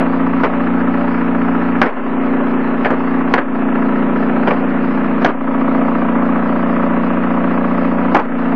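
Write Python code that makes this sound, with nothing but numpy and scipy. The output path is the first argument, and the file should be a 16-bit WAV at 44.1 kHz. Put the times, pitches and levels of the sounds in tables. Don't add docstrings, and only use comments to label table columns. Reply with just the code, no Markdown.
import sys
import numpy as np
from scipy import signal
from scipy.fft import rfft, irfft
from scipy.io import wavfile
from scipy.ndimage import uniform_filter1d

SR = 44100
rng = np.random.default_rng(int(sys.argv[2]) if len(sys.argv) > 2 else 0)


def master(y):
    cut = np.clip(np.atleast_2d(y).T, -1, 1)
    pcm = np.round(cut * 32767)
    wavfile.write(sys.argv[1], SR, pcm.astype(np.int16))


def decibels_to_gain(level_db):
    exponent = np.asarray(level_db, float) / 20
    return 10 ** exponent


N = 377055

# frequency [Hz], density [dB per Hz].
HISS = [(40, -25), (90, -31), (150, -8.5), (270, -7.5), (400, -1), (600, 0.5), (950, 2), (1300, -2.5),
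        (1800, -6.5), (2700, -15), (3200, -25.5), (3800, -32), (5200, -36.5), (6500, -59)]
# frequency [Hz], width [Hz], level [dB].
WHISTLES = [(261, 16, -32), (578, 7, -37.5), (1275, 35, -43), (1740, 6.4, -47.5)]
# time [s], level [dB].
CLICKS = [(1.868, -46), (1.907, -57), (1.947, -55), (2.848, -47), (2.9068, -31.5), (3.318, -61.5),
          (3.396, -58.5), (3.436, -68), (3.672, -54), (3.711, -55), (4.508, -53.5), (5.55, -61),
          (5.59, -60), (5.63, -58), (5.865, -61), (6.922, -60), (8.1464, -28), (8.255, -48)]
# frequency [Hz], density [dB per Hz].
CHATTER = [(600, -16), (780, -3), (1250, 5.5), (1700, -2), (2300, -14.5), (3000, -22.5), (3800, -40.5)]
# start [s], time of a throb peak [s], time of a strong step tick [s].
STROKES = [
    (0, .0773, .06580),
    (.445, .6176, .60650),
    (1.9, 2.1854, 2.13570),
    (2.87, 2.9874, 2.94130),
    (3.4, 3.604, 3.55510),
    (4.49, 4.6231, 4.57470),
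    (5.27, 5.5586, 5.54710),
    (8.2, 8.3406, 8.32350),
]
# frequency [Hz], level [dB], t60 [s],
# weak tick against strong [dB], swell [ms].
FRAME = [(309.9, 0, 0.16, -17.5, 1.3), (339, -5, .06, -13, 0.63), (383, -2, 0.081, -11, 0.83),
         (500, -1, 0.095, -2, 5.7), (566, 0.5, 0.15, -1.5, 14), (636.2, -8.5, 0.47, -1.5, 4.7),
         (690.3, -2.5, 0.097, -0.5, 2.9), (830, 0.5, 0.02, -2, 6.9), (968, -4, 0.099, -4, 2),
         (1115.4, 4, 0.059, -4, 5.7), (1200, 0, .055, -2, 3.6), (1294, 4.5, 0.05, -1.5, 4.3),
         (1448, -2.5, 0.03, -5, 3.1), (1570, -8, 0.023, -11.5, 3.3), (1943, -12.5, 0.052, -5.5, 2.5),
         (2300, -22, 0.018, -4.5, 3.3)]
# level [dB], rings of 450-750 Hz against high ones [dB],
# rings under 450 Hz against high ones [dB].
TICKS = [(-24.5, -2, -3), (-24.5, -6, -0.5), (-27.5, -1, 4), (-26.5, -4.5, -0.5), (-25.5, 0.5, 0.5),
         (-26, -0.5, 1), (-23, 2, -2), (-26, 1.5, -3)]
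# 6th [dB], 7th [dB], 8th [dB], 9th [dB].
THROB = [(-23.5, -33.5, -20.5, -19.5), (-25, -34, -19.5, -19), (-27, -29, -21, -20),
         (-27.5, -33, -21.5, -19.5), (-25, -23.5, -19.5, -19.5), (-26, -24, -20.5, -19.5),
         (-23, -25.5, -20, -20.5), (-22, -27.5, -19, -20.5)]
# multiple of the step rate, level [dB].
FAINT = [(4, -45.5), (5, -40), (8.5, -44), (9.5, -35.5), (11, -34), (12, -32.5), (13, -35.5), (14, -37),
         (15, -35.5), (16, -34.5)]
# time [s], gain duck [dB], knock brightness [dB per octave],
# motor spin-up [s], belt strain [dB].
TURNS = [
    (0, 2.5, 1, 0.035, 2.2),
    (.433, 2.5, -0.5, 0.051, -0.6),
    (1.8153, 24.5, 2.5, .1, 2.5),
    (2.846, 4, 0, 0.03, 0.5),
    (3.338, 23.5, 1.5, 0.043, 2.5),
    (4.473, 3, 0.5, 0.026, -0.1),
    (5.2467, 28, 1.3, .05, 4),
    (8.146, 21.5, -1, 0.032, 2.5),
]
# time [s], peak [dB], loudest ring [Hz].
KNOCKS = [(.004, -11.5, 587), (.433, -10, 1446), (.441, -7, 1076), (.447, -9.5, 525), (1.8155, 3, 888),
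          (1.8254, -6, 1600), (1.857, -15, 1900), (1.868, -14.5, 540), (1.967, -14.5, 900),
          (2.8466, -9, 1750), (2.855, -10, 640), (2.863, -12.5, 560), (2.904, -8.5, 1060),
          (2.919, -11, 580), (3.338, 1.5, 889), (3.348, -15, 1540), (3.377, -10.5, 1200),
          (3.381, -7.5, 1700), (4.472, -7.5, 895), (4.479, -7.5, 500), (4.506, -6, 1100), (4.513, -8, 575),
          (5.218, -14, 1200), (5.2459, 1, 612), (5.258, -7, 1070), (5.286, -13.5, 990), (8.1461, -1, 914),
          (8.151, -2.5, 1095), (8.165, -5.5, 1052), (8.191, -8.5, 944)]
# frequency [Hz], density [dB per Hz].
KNOCK = [(60, -48), (170, -9.5), (310, -2.5), (960, -7.5), (1600, -6.5), (2340, -12.5), (3100, -21.5),
         (3800, -33), (5000, -36), (6500, -48.5), (9000, -78)]

STEP_HZ = 29.528
HISS_DB = -24.5
SEAM_S, FIRST_SEAM_S = 1728 / SR, .0263
SEAM_DB, SEAM_SPREAD_DB = -68, 3
CHATTER_DB, CHATTER_PEAK_S, CHATTER_WEAK_DB = -32, .007, -5
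TICK_STRAIN = 0.4
STOP_S = 0.063
STRAIN_S, SLACKEN_S, BASS_BACK_S = 0.63, 0.042, 0.81
BASS_MUTE, WAVER_DB = 1.8, 0.62
KNOCK_T60, LOOSER_PER_DB = 0.035, 0.1156
BRIGHT_PER_OCTAVE = 2.2
DULLER_PER_S = 120
DUCK_LATE_S, DUCK_FALL_S, DUCK_BACK_S = 0.043, 0.053, 0.093
OVERLOAD, OFFSET = .998, -.084


def evened(x):
    return x / np.sqrt(np.mean(x ** 2) + 1e-20)


def read(points, hz):
    f, value = np.transpose(points)
    return np.interp(np.log(hz + 1), np.log(f + 1), value)


def add(mix, s, sound):
    part = mix[round(s * SR):][:len(sound)]
    part += sound[:len(part)]


def drift(hz):
    knots = rng.standard_normal(int(N / SR * hz) + 2)
    return np.interp(np.arange(N) * hz / SR, np.arange(len(knots)), knots)


def resonate(x, hz, width):
    turn = np.exp(2j * np.pi * hz * np.arange(len(x)) / SR)
    r = np.exp(-np.pi * width / SR)
    return 2 * (turn * signal.lfilter([1 - r], [1, -r], x / turn)).real


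def step_turns(column):
    table, t = np.array(STROKES), np.arange(N) / SR
    stroke = np.searchsorted(table[:, 0], t, "right") - 1
    return (t - table[stroke, column]) * STEP_HZ, stroke


def step_onsets():
    turns, stroke = step_turns(column=2)
    count = np.floor(turns + .26)
    at = np.flatnonzero(np.diff(count) == 1)
    return at, stroke[at], count[at + 1] % 2


def strain():
    stroke = step_turns(column=1)[1]
    since = np.arange(N) / SR - np.array(STROKES)[stroke, 0]
    return np.array(TURNS)[stroke, 4] / (1 + np.exp((since - STRAIN_S) / SLACKEN_S))


def fan():
    frames, hz = N // 256 + 5, np.fft.rfftfreq(1024, 1 / SR)
    a, b, patches = rng.standard_normal((frames, 513, 3)).T
    patches = evened(uniform_filter1d(uniform_filter1d(patches, 10, 0), 12, 1))
    spectra = (a + 1j * b) * decibels_to_gain(read(HISS, hz)[:, None] + 1.1 * patches)
    hiss = signal.istft(spectra, nperseg=1024, noverlap=768)[1][:N]
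    turns = step_turns(column=2)[0]
    rattle = decibels_to_gain(0.82 * np.cos(2 * np.pi * (turns - .05)) + 0.37 * np.cos(np.pi * turns))
    whistles = sum(decibels_to_gain(db) * evened(resonate(hiss, f, w)) for f, w, db in WHISTLES)
    return decibels_to_gain(HISS_DB) * evened(hiss * rattle) + whistles


def clicks():
    out = np.zeros(N)
    seams = np.arange(FIRST_SEAM_S, N / SR, SEAM_S)
    faint = zip(seams, SEAM_DB + SEAM_SPREAD_DB * rng.standard_normal(len(seams)))
    n = np.arange(-12, 13)
    pulse = np.exp(-(n / 2.8) ** 2) * n
    for s, db in list(CLICKS) + list(faint):
        add(out, s, decibels_to_gain(db) * pulse)
    return out


def chatter():
    at, stroke, weak = step_onsets()
    kind = (2 * (stroke % 3) + weak).astype(int)
    t, hz = np.arange(2048) / SR, np.fft.rfftfreq(2048, 1 / SR)
    shape = (t / CHATTER_PEAK_S) ** 2 * np.exp(-2 * t / CHATTER_PEAK_S)
    rattles = irfft(rfft(rng.standard_normal((6, 2048))) * decibels_to_gain(read(CHATTER, hz))) * shape
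    size = decibels_to_gain(1.0 * rng.standard_normal(len(at)))
    out = np.zeros(N)
    for k, rattle in enumerate(rattles):
        train = np.zeros(N)
        train[at[kind == k]] = size[kind == k] * decibels_to_gain(CHATTER_WEAK_DB * (k % 2))
        out += signal.oaconvolve(train, evened(rattle))[:N]
    return decibels_to_gain(CHATTER_DB) * evened(out)


def ticks():
    at, stroke, weak = step_onsets()
    table = np.array(TICKS)
    share = rng.standard_normal((len(STROKES), len(FRAME)))
    wobble = rng.standard_normal((len(at), len(FRAME)))
    t, out = np.arange(6000) / SR, np.zeros(N)
    for j, (hz, db, t60, weak_db, swell_ms) in enumerate(FRAME):
        low_db = table[stroke, 1] * (450 < hz < 750) + table[stroke, 2] * (hz < 450)
        train = np.zeros(N)
        train[at] = decibels_to_gain(min(weak_db, 0) * weak + low_db + 0.53 * share[stroke, j] + 1.1 * wobble[:, j])
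        swell = (1 - np.exp(-t * 1000 / swell_ms)) ** 2
        ring = decibels_to_gain(db - 60 * t / t60) * np.sin(2 * np.pi * hz * t) * swell
        out += signal.oaconvolve(train, ring)[:N]
    level_db = table[step_turns(column=2)[1], 0] + TICK_STRAIN * strain()
    return decibels_to_gain(uniform_filter1d(level_db, size=400)) * evened(out)


def throb():
    turns, stroke = step_turns(column=1)
    t = np.arange(N) / SR
    since = t - np.array(STROKES)[stroke, 0] + (stroke == 0)
    turn_s, _, _, spin_s, strain_db = np.transpose(TURNS)
    past_turn = np.maximum(t - np.append(turn_s[1:], N)[stroke], 0)
    spun_up = 1 - np.exp(-since / np.maximum(spin_s, .005)[stroke])
    running = spun_up * np.exp(-past_turn / STOP_S)

    levels = np.array(THROB)[stroke].T + WAVER_DB * np.array([drift(hz=8) for _ in THROB[0]])
    levels[0] -= BASS_MUTE * strain_db[stroke] * np.exp(-since / BASS_BACK_S)
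    levels[3] += strain()
    late = [0, np.pi / 2, 0, 0]
    loud = sum(decibels_to_gain(db) * np.cos(2 * np.pi * (j + 6) * turns + late[j]) for j, db in enumerate(levels))

    lag = rng.random((len(STROKES), len(FAINT)))
    faint = np.zeros(N)
    for j, (k, db) in enumerate(FAINT):
        cycles = k * turns + lag[0, j] + 0.074 * lag[stroke, j]
        faint += decibels_to_gain(db + 0.58 * drift(hz=6)) * np.cos(2 * np.pi * cycles)
    return np.sqrt(2) * (loud + faint) * running


def knock(db, ring_hz, t60, bright, noise):
    t, hz = np.arange(len(noise)) / SR, np.fft.rfftfreq(len(noise), 1 / SR)
    ring_db = 7.6 / (1 + ((hz - ring_hz) / 150) ** 2)
    colour = read(KNOCK, hz) + bright * np.log2(hz / 1000 + 1.2) + ring_db
    wood = irfft(rfft(noise) * decibels_to_gain(colour), len(noise))
    low = signal.lfilter([.12], [1, -.88], wood)
    dying = np.maximum(t - .003, 0) / t60
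    burst = low * decibels_to_gain(-60 * dying) + (wood - low) * decibels_to_gain(-95 * dying)
    tail = decibels_to_gain(-11.5) * low * decibels_to_gain(-60 * t / 0.57)
    rise = 1 - np.exp(-t / 0.0011)
    return decibels_to_gain(db - 3.5) * (burst + tail) * rise / np.std(wood)


def knocks():
    out = np.zeros(N)
    noise = rng.standard_normal((len(KNOCKS), 16384))
    for (s, db, hz), row in zip(KNOCKS, noise):
        turn = [r for r in TURNS if r[0] < s + .03][-1]
        bright = turn[2] + BRIGHT_PER_OCTAVE * np.log2(hz / 1000)
        bright -= DULLER_PER_S * min(abs(s - turn[0]), .06)
        add(out, s, knock(db, hz, KNOCK_T60 * np.exp(-LOOSER_PER_DB * db), bright, row))
    return out


def scene():
    return (fan() + chatter() + ticks() + throb() + knocks())[None]


def ducking():
    duck_db, since = np.zeros(N), np.arange(SR) / SR
    for s, db, *_ in TURNS:
        dip = (1 - np.exp(-since / DUCK_FALL_S)) ** 2 * np.exp(-since / DUCK_BACK_S)
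        add(duck_db, s + DUCK_LATE_S, max(db, 0) * dip)
    return duck_db


def without_faint_treble(x):
    padded = np.pad(x, (0, 3072), "reflect")
    hz, _, z = signal.stft(padded, SR, "cosine", nperseg=3072, boundary="even")
    bands = rng.standard_normal((65, z.shape[1])).repeat(24, axis=0)[:len(hz)]
    jumps = uniform_filter1d(bands + 0.52 * bands[0], size=2, axis=1)
    spared_db = 40 / (1 + (hz / 3150) ** 16)
    top_db = decibels_to_gain(30) * (hz > 6500)
    threshold = decibels_to_gain(-77.0 + 5.2 * np.clip(jumps, -2, 2) + top_db[:, None] - spared_db[:, None])
    band_power = np.add.reduceat(abs(z) ** 2, np.arange(0, len(hz), 24)) / 24
    band_level = np.sqrt(band_power).repeat(24, axis=0)[:len(hz)]
    passed = (band_level > threshold * decibels_to_gain(-4.5)) & (abs(z) > threshold * decibels_to_gain(-1.5))
    return signal.istft(z * passed, SR, "cosine", nperseg=3072)[1][None, :N]


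def band_limit(x):
    return signal.sosfilt(signal.butter(12, 15400, fs=SR, output="sos"), x)


def record(dry):
    overloaded = np.clip(dry[0] / decibels_to_gain(ducking()) + OFFSET, -OVERLOAD, OVERLOAD)
    kept = without_faint_treble(overloaded)
    floor = signal.lfilter(signal.firwin(101, 7500, fs=SR), 1, rng.standard_normal(N))
    mix = np.clip(kept + clicks() + decibels_to_gain(-89) * floor, -1, 1)
    return band_limit(mix)


dry = scene()
out = record(dry)
master(out)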